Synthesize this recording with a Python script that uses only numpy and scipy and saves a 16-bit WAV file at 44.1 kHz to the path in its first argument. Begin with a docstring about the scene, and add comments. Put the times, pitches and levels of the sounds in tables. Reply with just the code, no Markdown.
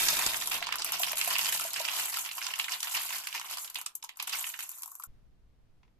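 """Sugar-shelled chocolate candies are poured onto a heap of them in a glass bowl on a wooden table, close by.
Each contact is a short ping in three parts: a knock of the heap, a clack of the candy and a tick of its shell.
Single landings, a random rattle and low knocks make the patter; glass, table and small room add rings and
echoes. The stream thins to a trickle; then the scene changes abruptly: coloured noise makes a quiet room with a
low rumble, and short filtered pushes make one soft tap."""
import sys
import numpy as np
from scipy import signal
from scipy.fft import rfft, irfft, next_fast_len
from scipy.io import wavfile
from scipy.ndimage import uniform_filter1d

SR = 44100
rng = np.random.default_rng(int(sys.argv[2]) if len(sys.argv) > 2 else 0)


def write(x):
    x = np.atleast_2d(x).T
    wavfile.write(sys.argv[1], SR, np.round(np.clip(x, -1, 1) * 32767).astype(np.int16))


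N = 264159

BREAK_S = 5.068   # the pouring scene ends here and the quiet scene begins
ZONES = 5   # parts of the bowl, each with its own echoes


def pouring():
    """Dry landings on top and rattling within the heap, with the glass and the table ringing along."""
    # Colour of each part of a contact. Each row: frequency in Hz, relative level in dB.
    knock_colour = [(720, -9), (860, -6), (1020, -1.5), (1180, -5), (1400, -2), (1600, -6.5), (1850, -16.5)]
    clack_colour = [(1300, -13), (1550, -5.5), (2100, -2), (2450, 1), (2980, 2.5), (3350, -1.5), (3680, -1),
                    (4050, -2.5), (4900, -1), (6300, -3.5), (8400, -1.5)]
    tick_colour = [(5500, -8), (6400, -1), (7700, 0), (8900, -5), (10500, -1.5), (12400, 2.5), (14000, -1),
                   (16000, -27.5)]
    # Ringing tones of the glass bowl, damped by its load.
    # Each row: frequency in Hz, relative level in dB, time to fall 60 dB in seconds.
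    bowl_modes = [(940, -6.5, 0.15), (1363, -4.5, 0.053), (2450, -10, 0.23), (3550, 9.5, 0.05),
                  (3767, 3, 0.17), (4470, -14.5, 0.13)]
    glass_db, glass_damping_db_per_s = -12, 21.5   # the glass rings less as the bowl fills

    surge = surges(per_s=75, t60=0.042, depth=2.0, crowding=.8)
    # order picks the part: 0 knock, 1 clack, 2 tick
    hits = landings(knock_colour, cycles=16.0, spread_s=.0016, early_db=-8.5, weaker_db=-9.0,
                    level_db=-1.0, order=0)
    hits += landings(clack_colour, cycles=11, spread_s=.0007, early_db=-4, weaker_db=-3,
                     level_db=-0.5, order=1)
    hits += landings(tick_colour, cycles=4, spread_s=0.0005, early_db=-7, weaker_db=-3,
                     level_db=-0.7, order=2)
    bed = rattle(knock_colour, cycles=5.4, per_s=700, uneven_db=4.5, level_db=-6.5,
                 pan_db=3.5, surge=surge, order=0)
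    bed += rattle(clack_colour, cycles=11, per_s=500, uneven_db=2.0, level_db=-3.0,
                  pan_db=-3.0, surge=surge, order=1)
    bed += rattle(tick_colour, cycles=9, per_s=820, uneven_db=1.5, level_db=-2.0,
                  pan_db=-.5, surge=surge, order=2)
    hits[0] += hollows()
    direct = (hits + bed).sum(axis=0)
    into_echoes = from_db(-5.0) * hits + from_db(-1.5) * bed
    scatter = scattered(into_echoes, [(1000, 0.18), (12000, 0.062)])
    glass_drive = from_db(glass_db - glass_damping_db_per_s * np.arange(N) / SR)
    glass = through(direct * glass_drive, ringing(bowl_modes))
    return heap_ring(direct + scatter) + glass + table(surge)


def landings(colour, cycles, spread_s, early_db, weaker_db, level_db, order, count=11):
    """A falling candy strikes, with weaker contacts just before and after it."""
    # Landings of single candies that stand out, before each part's own level setting.
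    # Each row: time in seconds, clack level in dB, knock and tick levels in dB relative to the clack,
    # clack pitch in Hz.
    single_landings = [(0.0868, -17, -15, -13, 4900), (0.192, -28, -5, 1, 4500), (0.224, -29, -4, 1, 5600),
                       (0.2646, -20, -15, -5, 5300), (0.3442, -26, -15, -13, 3200),
                       (0.3697, -40, 1, 12, 4400), (0.4143, -31, -7, -7, 3300),
                       (0.4228, -28, -7, -11, 3200), (0.474, -32, -5, 7, 5700), (0.5151, -28, -1, -7, 2400),
                       (0.5434, -30, -13, -1, 3400), (0.6271, -27, -13, -13, 2300),
                       (0.6697, -30, -4, -13, 4800), (0.6904, -32, 0, -13, 2500),
                       (0.7251, -23, -11, -13, 2800), (0.7411, -32, 0, -13, 2200), (0.757, -35, 2, 6, 3500),
                       (0.785, -32, -15, -13, 5000), (0.8214, -26, -15, -13, 5100),
                       (0.8468, -39, 0, 16, 1900), (0.9217, -36, -2, 12, 3000),
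                       (1.0344, -21, -14, -13, 3100), (1.119, -40, 1, 13, 6200),
                       (1.1317, -31, -6, -5, 2500), (1.1571, -42, -8, 8, 4100), (1.1721, -30, -13, 2, 4400),
                       (1.1823, -36, -15, 10, 4200), (1.192, -32, -11, 4, 3700),
                       (1.2139, -21, -17, -8, 2800), (1.2474, -32, -15, 5, 2900),
                       (1.3552, -24, -11, -13, 3000), (1.3641, -23, -15, -13, 2700),
                       (1.3841, -28, -13, 0, 5500), (1.3928, -24, -15, -8, 2800),
                       (1.4579, -26, -15, -6, 5000), (1.4682, -27, -15, -4, 2900),
                       (1.5275, -28, -12, -5, 2900), (1.5971, -40, 7, 11, 2300), (1.7337, -37, -6, 8, 4700),
                       (1.7415, -30, -10, -8, 4900), (1.8518, -25, -15, -13, 2800),
                       (1.8867, -24, -15, -13, 2800), (2.1424, -30, -14, -4, 5100),
                       (2.1714, -33, -1, 4, 4900), (2.2617, -33, -7, -7, 3000),
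                       (2.3142, -32, -15, -13, 2600), (2.3818, -35, 1, -13, 2800),
                       (2.417, -32, -15, -13, 2500), (2.4676, -27, -11, -10, 4500),
                       (2.5385, -27, -15, -13, 2800), (2.5904, -38, -3, 9, 4700),
                       (2.5986, -20, -15, -13, 2800), (2.644, -30, -15, -9, 3900),
                       (2.6839, -29, -15, -13, 2400), (2.8054, -33, -14, -1, 5900),
                       (2.8306, -26, -15, -2, 3700), (2.9261, -35, -11, 2, 5300),
                       (3.1059, -33, -5, -13, 2800), (3.2723, -29, -15, -3, 2700),
                       (3.3282, -34, -15, -7, 2700), (3.3497, -32, -7, -5, 2400),
                       (3.398, -35, -4, -4, 6300), (3.4142, -35, -5, -6, 2900), (3.5724, -35, -1, -1, 4500),
                       (3.5844, -35, -5, -3, 5100), (3.6467, -37, -15, -13, 4600),
                       (3.6781, -40, -15, -5, 3100), (3.7007, -46, -7, 10, 4600),
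                       (3.7462, -42, -15, 6, 6100), (3.7578, -26, -15, -12, 2700),
                       (3.8146, -42, -2, 8, 6300), (3.8634, -29, -13, -5, 5600), (3.954, -53, -8, 25, 5800),
                       (4.0283, -37, -15, -11, 5200), (4.0403, -55, 15, 20, 3600),
                       (4.0468, -39, -11, -4, 5400), (4.0929, -36, -12, -9, 3500),
                       (4.1723, -65, 13, 24, 6300), (4.2007, -28, -11, -11, 2600),
                       (4.2264, -36, -7, 6, 6300), (4.2748, -55, 11, 24, 6100),
                       (4.2962, -33, -15, -13, 3100), (4.3328, -29, -8, -7, 2500),
                       (4.3556, -43, 3, 11, 1800), (4.4429, -30, -15, -16, 2800),
                       (4.5412, -33, -18, -18, 2900), (4.5923, -34, -15, -13, 2100),
                       (4.6068, -37, -13, 1, 2600), (4.6928, -48, -6, 15, 5300), (4.7164, -54, 0, 16, 6200),
                       (4.7855, -58, -3, 17, 6200), (4.8218, -51, -6, 16, 4700), (4.8338, -39, -7, 6, 5600),
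                       (4.8597, -61, 15, 24, 5900), (4.8779, -64, 17, 24, 6300),
                       (4.9176, -64, 15, 24, 5900), (4.9538, -59, 7, 21, 6200), (4.9989, -58, 17, 19, 5500),
                       (5.0243, -51, -15, 2, 3600), (5.038, -57, 13, 24, 6300)]
    base_pan_db, pan_per_tick_db = -1.5, 0.22   # square hits land right of centre, glancing ones further left
    glance_db = 9.5   # a tick this far above its clack marks a glancing touch
    early_gap_s = .0009   # between the weaker contacts before the strike
    neighbour_octaves = 0.98   # largest pitch distance of a weaker contact from the strike

    s, clack_db, knock_db, tick_db, clack_hz = np.transpose(single_landings)[:, :, None]
    pan_db = base_pan_db + pan_per_tick_db * tick_db
    db = clack_db + (knock_db, 0, tick_db)[order]
    turn = np.arange(count) - count // 3   # negative: before the strike, 0: the strike, positive: after it
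    jitter, detune = rng.uniform(-1, 1, (2, len(s), count))
    gap_s = np.where(turn < 0, early_gap_s, spread_s)
    when = s + gap_s * (turn + .5 * jitter) - .0003
    shares = from_db(2 * np.abs(turn) * np.where(turn < 0, early_db, weaker_db))
    # each level counts as held for 2.6 ms
    energy = from_db(2 * (db + level_db)) * 0.0026 * SR * shares / shares.sum()
    knock_hz = 1150 * 2 ** (0.29 * detune)
    clack_pitches = clack_hz * 2 ** (neighbour_octaves * detune * (turn != 0))
    # glancing touches ping high
    tick_hz = np.interp(tick_db, [-6, glance_db], [8000, 12000]) * 2 ** (0.15 * detune)
    hz = (knock_hz, clack_pitches, tick_hz)[order]
    pans = np.repeat(pan_db, count)
    return contacts(when.ravel(), energy.ravel(), pans, hz.ravel(), colour, cycles, even=1)


def rattle(colour, cycles, per_s, uneven_db, level_db, pan_db, surge, order, count=7000):
    """Countless small collisions of uneven strength; a quiet heap has fewer of them."""
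    jitter, chance, strength, side, pitch = rng.random((count, 5)).T
    s = np.abs(np.arange(count) + 4 * jitter - 2) * BREAK_S / count
    db = jostling(s)[order]
    lowest, highest = colour[1][0], colour[-2][0]
    skew = 1.9 if order == 0 else 1   # buried knocks are mostly low
    hz = lowest + (highest - lowest) * pitch ** skew
    most_per_s = count / BREAK_S
    rate = np.minimum(per_s * from_db(0.34 * (db + 41.5)), most_per_s)
    size = from_db(2 * uneven_db * np.minimum(-np.log(1 - strength), 3))
    energy = from_db(2 * (db + level_db)) * SR / rate * size / size.mean()
    energy = energy * surge[(s * SR).astype(int)]
    happens = chance < rate / most_per_s
    pans = pan_db + 5 * (2 * side - 1)
    return contacts(s, energy * happens, pans, hz, colour, cycles, even=0.26)


def contacts(s, energy, pan_db, hz, colour, cycles, even, size=512):
    """Each contact is a fading sine at its own pitch, coloured by the body; gives zones x ears x time."""
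    heard = energy > 0
    spot, damping = rng.random((len(s), 2))[heard].T
    s, energy, pan_db, hz = s[heard], energy[heard], pan_db[heard], hz[heard, None]
    t = np.arange(size, dtype=np.float32) / SR
    # higher pings die sooner; each one's damping varies up to twofold either way
    middle_hz = np.sqrt(colour[1][0] * colour[-2][0])
    t60 = cycles * 2 ** (2 * damping[:, None] - 1) / np.sqrt(hz * middle_hz)
    decay = np.exp(-t * np.float32(np.log(1000) / t60))
    pings = decay * np.sin(t * np.float32(2 * np.pi * hz))
    pings /= np.linalg.norm(pings, axis=1, keepdims=True)
    body_spectrum = rfft(np.float32(body(colour)[:size]), 2 * size)
    pings = irfft(rfft(pings, 2 * size) * body_spectrum)[:, :size]
    # unless evened out, pings near a resonance of the body are louder
    response = np.sum(pings ** 2, axis=1)
    pings *= np.sqrt(energy / (response ** even * np.mean(response ** (1 - even))))[:, None]
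    lag_s = .00004 + .0002 * (2 * spot - 1)   # the path to the two microphones differs
    zone = (spot * ZONES).astype(int)
    left_share = 1 / (1 + from_db(-2 * pan_db))
    ears = []
    for share, delay in ((left_share, lag_s / 2), (1 - left_share, -lag_s / 2)):
        start = zone * N + np.maximum(np.round((s + delay) * SR), 0).astype(int)
        at = start[:, None] + np.arange(size)
        weighted = pings * np.sqrt(2 * share)[:, None]
        ear = np.bincount(at.ravel(), weighted.ravel(), ZONES * N)
        ears.append(ear.reshape(ZONES, N))
    return np.stack(ears, axis=1)


def jostling(t, count=2000):
    """Levels (dB) of knocks, clacks and ticks in the heap at times t: the stream plus clumps still settling."""
    # The stream of candies. Each row: time in seconds, clack level in dB, tick level in dB relative to the clack.
    flow = [(0, -30, 0.9), (.3, -33.5, -3), (.48, -45, 5.5), (.65, -41, -14.5), (.9, -50.5, -8.5),
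            (1.1, -35.5, -2.5), (1.15, -47, -9), (1.45, -43, 5), (1.7, -44.5, -9.5), (2.0, -34, 0.7),
            (2.3, -65, 1), (3.05, -49.5, 10), (3.25, -46.5, -1), (3.7, -57, 0), (3.93, -86.5, 10.5),
            (4.15, -64.5, -5), (4.42, -48.5, -1), (4.75, -61.5, 13), (5.06, -77, 16.5)]
    # Clumps that tumble out together. Each row: start in seconds, length in seconds, clack level in dB,
    # tick level in dB relative to the clack.
    clumps = [(0.505, 0.05, -34.5, -3), (0.785, 0.0049, -35, -10.5), (0.844, 0.043, -37, -7),
              (0.916, 0.027, -34, -5.5), (0.982, 0.045, -43.5, 10.5), (1.158, 0.088, -41.5, 4),
              (1.26, 0.014, -35.5, 3), (1.294, 0.031, -31.5, -3.5), (1.378, 0.069, -36, 1),
              (1.472, 0.0069, -33, 1), (1.515, 0.035, -35.5, 4), (1.589, 0.032, -39, 3),
              (1.642, 0.045, -59, 20.5), (1.75, 0.0059, -32.5, -5.5), (1.79, 0.0042, -35.5, -0.8),
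              (2.038, 0.06, -52, 13.5), (2.119, 0.05, -37.5, -4.5), (2.173, 0.041, -50, 13.5),
              (2.235, 0.033, -41, -3), (2.311, 0.021, -49.5, 8), (2.355, 0.023, -44, 3),
              (2.408, 0.09, -38.5, -7), (2.55, 0.09, -43, -1), (2.691, 0.045, -36, -1.5),
              (2.833, 0.042, -40, -1.5), (2.899, 0.037, -43.5, 5), (2.938, 0.0227, -30.5, -4.5),
              (2.995, 0.042, -41, 1.5), (3.06, 0.06, -43, -0.5), (3.123, 0.006, -33.5, -18),
              (3.126, 0.047, -43, 3.5), (3.337, 0.016, -36, -8), (3.438, 0.013, -43, -5),
              (3.491, 0.035, -39.5, -0.0), (3.584, 0.055, -63, 22), (3.75, 0.034, -45.5, 1),
              (3.856, 0.0036, -50.5, -2), (4.187, 0.036, -47.5, -8), (4.265, 0.022, -39.5, -2.5),
              (4.32, 0.0067, -32.5, -9), (4.358, 0.049, -42.5, 6), (4.444, 0.037, -48.3, 10),
              (4.586, 0.043, -47, 5.5)]
    knock_db, slide_knock_db = -6, -13   # knocks relative to clacks, and to the ticks of sliding candies

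    grid = np.linspace(0, N / SR, count)
    flow_db, sliding_db = in_time(flow, grid)
    clack, tick = from_db(2 * flow_db), from_db(2 * (flow_db + sliding_db))
    for s, hold_s, db, tick_db in clumps:
        power = from_db(2 * db) * swell(grid - s, hold_s)
        clack = clack + power
        tick = tick + power * from_db(2 * tick_db)
    knock = clack * from_db(2 * knock_db) + tick * from_db(2 * slide_knock_db)
    return [np.interp(t, grid, 10 * np.log10(power)) for power in (knock, clack, tick)]


def swell(age_s, hold_s):
    """Power of a clump: it crashes down, rattles for its length and settles."""
    attack_s, t60_s = 0.01, 0.13
    settling_s = np.maximum(age_s - attack_s - hold_s, 0)
    return np.clip(age_s / attack_s, 0, 1) * from_db(-120 * settling_s / t60_s)


def surges(per_s, t60, depth, crowding):
    """Small slips set off flurries that die away, more often in a heavy stream; power about a local mean of one."""
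    chance, strength = rng.random((2, N))
    clack_db = jostling(np.arange(N) / SR)[1]
    rate = per_s * from_db(crowding * (clack_db + 41.5))
    keep = from_db(-120 / (t60 * SR))   # share of power left after each sample
    slips = (chance < rate / SR) * (.5 + strength) * SR / np.maximum(rate, per_s)
    flurries = signal.lfilter([1 - keep], [1, -keep], slips)
    power = 1 + depth * flurries
    return power / uniform_filter1d(power, size=1300)


def hollows():
    """A square hit makes the heap knock at a low pitch, with a few rough overtones."""
    # Hollow knocks deep in the heap. Each row: start in seconds, pitch in Hz, level in dB before the soft onset.
    hollow_knocks = [(.128, 630, -45), (.617, 720, -47), (1.0, 690, -43), (1.133, 650, -43.5),
                     (1.275, 700, -39), (1.65, 665, -44.5), (1.802, 640, -41.5)]
    t60_s = .03
    out = np.zeros(N)
    for s, hz, db in hollow_knocks:
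        overtones = [(hz * ratio, -5, 1.1 * t60_s) for ratio in rng.uniform(1.4, 1.5, size=3)]
        knock = ringing([(hz, 0, t60_s)] + overtones)
        knock *= from_db(db) * np.sqrt(0.054 * SR)   # energy of the level held for 54 ms
        knock *= 1 - np.exp(-np.arange(len(knock)) / (0.0021 * SR))   # the loose heap takes a moment to swing
        start = round(s * SR)
        out[start:start + len(knock)] += knock
    return out


def scattered(zones, t60_by_hz, size=8192):
    """Echoes off glass and neighbouring candies; each zone has its own, and they change as the heap shifts."""
    out = np.zeros((2, N + 2 * size))
    for zone in zones:
        for start in range(0, round(BREAK_S * SR), size):
            echoes = reflections(t60_by_hz, delay_s=.0004, size=size // 2, count=4)
            piece = signal.fftconvolve(zone[:, start:start + size], echoes, axes=1)
            out[:, start:start + piece.shape[1]] += piece
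    return out[:, :N]


def heap_ring(x):
    """The heap's own resonance changes the clacks near its pitch: lifted or cut by a level curve."""
    # Strength of the resonance. Each row: time in seconds, change in dB at its pitch.
    ring_lift = [(.2, -8), (.7, 0.5), (4.55, 0.5), (4.75, -6.5)]
    heap_hz, width_hz = 2940, 350
    ring = signal.lfilter(*signal.iirpeak(heap_hz, heap_hz / width_hz, fs=SR), x + 1e-18)
    return x + ring * (from_db(in_time(ring_lift, np.arange(N) / SR)[0]) - 1)


def table(surge):
    """The pelting of the bowl, as noise, and a few bumps set the table top booming."""
    # How hard the pelting drives the table. Each row: time in seconds, level in dB relative to the knocks.
    thud_curve = [(0, -16.5), (.6, -11), (1.1, -15), (3.0, -21.5), (3.9, -15.5), (4.8, -24.5)]
    # Tones of the table top. Each row: frequency in Hz, relative level in dB, time to fall 60 dB in seconds.
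    table_modes = [(133, -16, 0.3), (166.4, -13, 0.47), (242.8, -11.5, 0.23), (325, -4, 0.083),
                   (384.6, -1, 0.056), (451, 0.5, 0.05), (538, 0.5, 0.048), (659.5, 10.5, 0.045),
                   (754, 9, 0.022)]
    # Bumps on the table. Each row: time in seconds, level in dB before the left-right balance.
    bump_rows = [(.09, -71), (.265, -46.5), (.55, -57)]
    t = np.arange(N) / SR
    mid, side = rng.standard_normal((2, N))
    noise = mid + 0.26 * side * [[1], [-1]]
    pelting = noise * np.sqrt(surge) * from_db(jostling(t)[0] + in_time(thud_curve, t)[0])
    dull = body([(35, -3), (130, -10.5), (350, -9.0), (600, -13.5)])
    bumps = through(blows(bump_rows, hold_s=0.028), dull) * from_db([[2], [-3]])   # louder on the left
    return through(pelting, ringing(table_modes)) + bumps


def taps():
    """Fingers softly meet a light plastic tub: short pushes through its colour, with close echoes."""
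    # The touches within the tap. Each row: time in seconds, level in dB before the mix with echoes.
    touches = [(5.832, -67), (5.851, -77), (5.879, -75.5)]
    # Colour of the plastic. Each row: frequency in Hz, relative level in dB.
    plastic_colour = [(500, -25.5), (950, 2), (1500, -9), (2300, -4.5), (4000, -13), (6500, -21),
                      (9000, -39)]
    tap = through(blows(touches, hold_s=0.0082), body(plastic_colour))
    echoes = reflections([(1000, .08), (8000, 0.07)], delay_s=0.00049)
    return 0.84 * tap + 1.3 * through(tap, echoes)


def blows(rows, hold_s):
    """One push per row, with the energy of its level held for that long."""
    s, db = np.transpose(rows)
    pushes = np.zeros((1, N))
    pushes[0, np.round(s * SR).astype(int)] = from_db(db) * np.sqrt(hold_s * SR)
    return pushes


def ringing(modes, size=16384):
    """Response of a struck object: decaying sines of alternating sign, unit energy."""
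    t = np.arange(size) / SR
    response = 0
    for k, (hz, db, t60) in enumerate(modes):
        response = response + from_db(db - 60 * t / t60) * np.sin(2 * np.pi * hz * t) * (-1) ** k
    return response / np.linalg.norm(response)


def body(colour, size=2048):
    """Prompt (minimum-phase) response with this colour and unit energy, 35 dB lower an octave outside it."""
    hz = np.maximum(np.fft.rfftfreq(size, 1 / SR), 1)
    octaves_outside = np.abs(np.log2(hz / np.clip(hz, colour[0][0], colour[-1][0])))
    gain = from_db(at_hz(colour, hz) - 35.4 * np.minimum(octaves_outside, 1))
    # folding the cepstrum puts the energy as early as this colour allows
    cepstrum = irfft(np.log(gain))
    cepstrum[1:size // 2] *= 2
    cepstrum[size // 2 + 1:] = 0
    response = irfft(np.exp(rfft(cepstrum)))
    return response / np.linalg.norm(response)


def reflections(t60_by_hz, delay_s, size=16384, count=12):
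    """Dense echoes as noise that dies away band by band, with equal total energy per Hz."""
    white, hz = stereo_noise(size)
    t = np.arange(size) / SR - delay_s
    edges = np.r_[0, np.geomspace(200, SR / 2, count)]
    out = 0
    for low, high in zip(edges, edges[1:]):
        t60 = at_hz(t60_by_hz, (low + high) / 2)
        fade = from_db(-60 * np.maximum(t, 0) / t60) * (t > 0)
        band = irfft(white * (hz >= low) * (hz < high))
        out = out + band * fade / np.linalg.norm(fade)
    return out


def background(colour, level_db):
    """Steady coloured noise on a level curve."""
    size = next_fast_len(N)
    white, hz = stereo_noise(size)
    x = irfft(white * from_db(at_hz(colour, hz)), size)[:, :N]
    return x / x.std() * from_db(in_time(level_db, np.arange(N) / SR)[0])


def stereo_noise(size):
    """Spectrum of white noise, more alike in both ears in the bass than in the treble, and its frequencies."""
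    # Likeness of left and right. Each row: frequency in Hz, likeness (0 unrelated, 1 the same).
    likeness = [(30, 0.52), (250, 0.49), (600, 0.24), (1200, 0.24), (2500, 0.17), (14000, 0.038)]
    hz = np.fft.rfftfreq(size, 1 / SR)
    mid, side = rfft(rng.standard_normal((2, size)))
    alike = np.clip(at_hz(likeness, hz), -1, 1)
    shared = np.sqrt(1 + alike) * mid
    opposed = np.sqrt(1 - alike) * side * [[1], [-1]]
    return (shared + opposed) / np.sqrt(2), hz


def from_db(db):
    """Decibels to gain."""
    return 10 ** (np.asarray(db) / 20)


def in_time(rows, t):
    """The columns of a curve at the times t."""
    s, *columns = np.transpose(rows)
    return [np.interp(t, s, c) for c in columns]


def at_hz(points, hz):
    """A spectrum read on a log-frequency axis."""
    f, value = np.transpose(points)
    return np.interp(np.log(np.maximum(hz, 1)), np.log(f), value)


def through(x, response):
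    """Sound passed through an impulse response."""
    return signal.fftconvolve(x, np.atleast_2d(response), axes=1)[:, :N]


def scene():
    """The pouring in its room, then the scene changes to a quiet room."""
    # Echoes of the room. Each row: frequency in Hz, time to fall 60 dB in seconds.
    room_t60 = [(150, 0.78), (800, 0.62), (2000, 0.093), (7000, 0.12), (14000, 0.073)]
    # Noise colours while pouring, in the quiet and of the rumble.
    # Each row: frequency in Hz, relative level in dB per Hz.
    air_colour = [(25, -3), (60, -10), (150, -13), (400, -12.5), (1500, -23), (14000, -38.5)]
    quiet_colour = [(60, 0.5), (200, 0.5), (330, -7.5), (1000, -16.5), (5000, -27), (8000, -33),
                    (14000, -35)]
    rumble_colour = [(15, 8), (28, 0), (42, 4), (58, 2.5), (80, -9), (135, -6.5), (190, -24), (300, -62)]
    # Their loudness over time. Each row: time in seconds, level in dB.
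    air_level = [(0, -49.5), (.6, -64.5), (2, -71), (3, -79.5), (5.06, -81.5)]
    quiet_level = [(5.07, -66), (5.3, -70.5), (5.99, -70.5)]
    rumble_level = [(5.101, -54), (5.24, -58), (5.5, -62), (5.8, -61), (5.95, -72.5)]
    candy = pouring()
    room = from_db(-12.0) * through(candy, reflections(room_t60, delay_s=0.0038))
    before = candy + room + background(air_colour, air_level)
    after = background(quiet_colour, quiet_level) + background(rumble_colour, rumble_level) + taps()
    fade = np.clip((np.arange(N) / SR - BREAK_S) / 0.0047, 0, 1)   # a 4.7 ms crossfade
    return before * (1 - fade) + after * fade


def record(dry):
    """A steep low-pass filter cuts the top."""
    cutoff_hz = 14500
    steep = signal.ellip(10, .3, 80, cutoff_hz, fs=SR, output="sos")
    return signal.sosfilt(steep, dry)


dry = scene()
out = record(dry)
write(out)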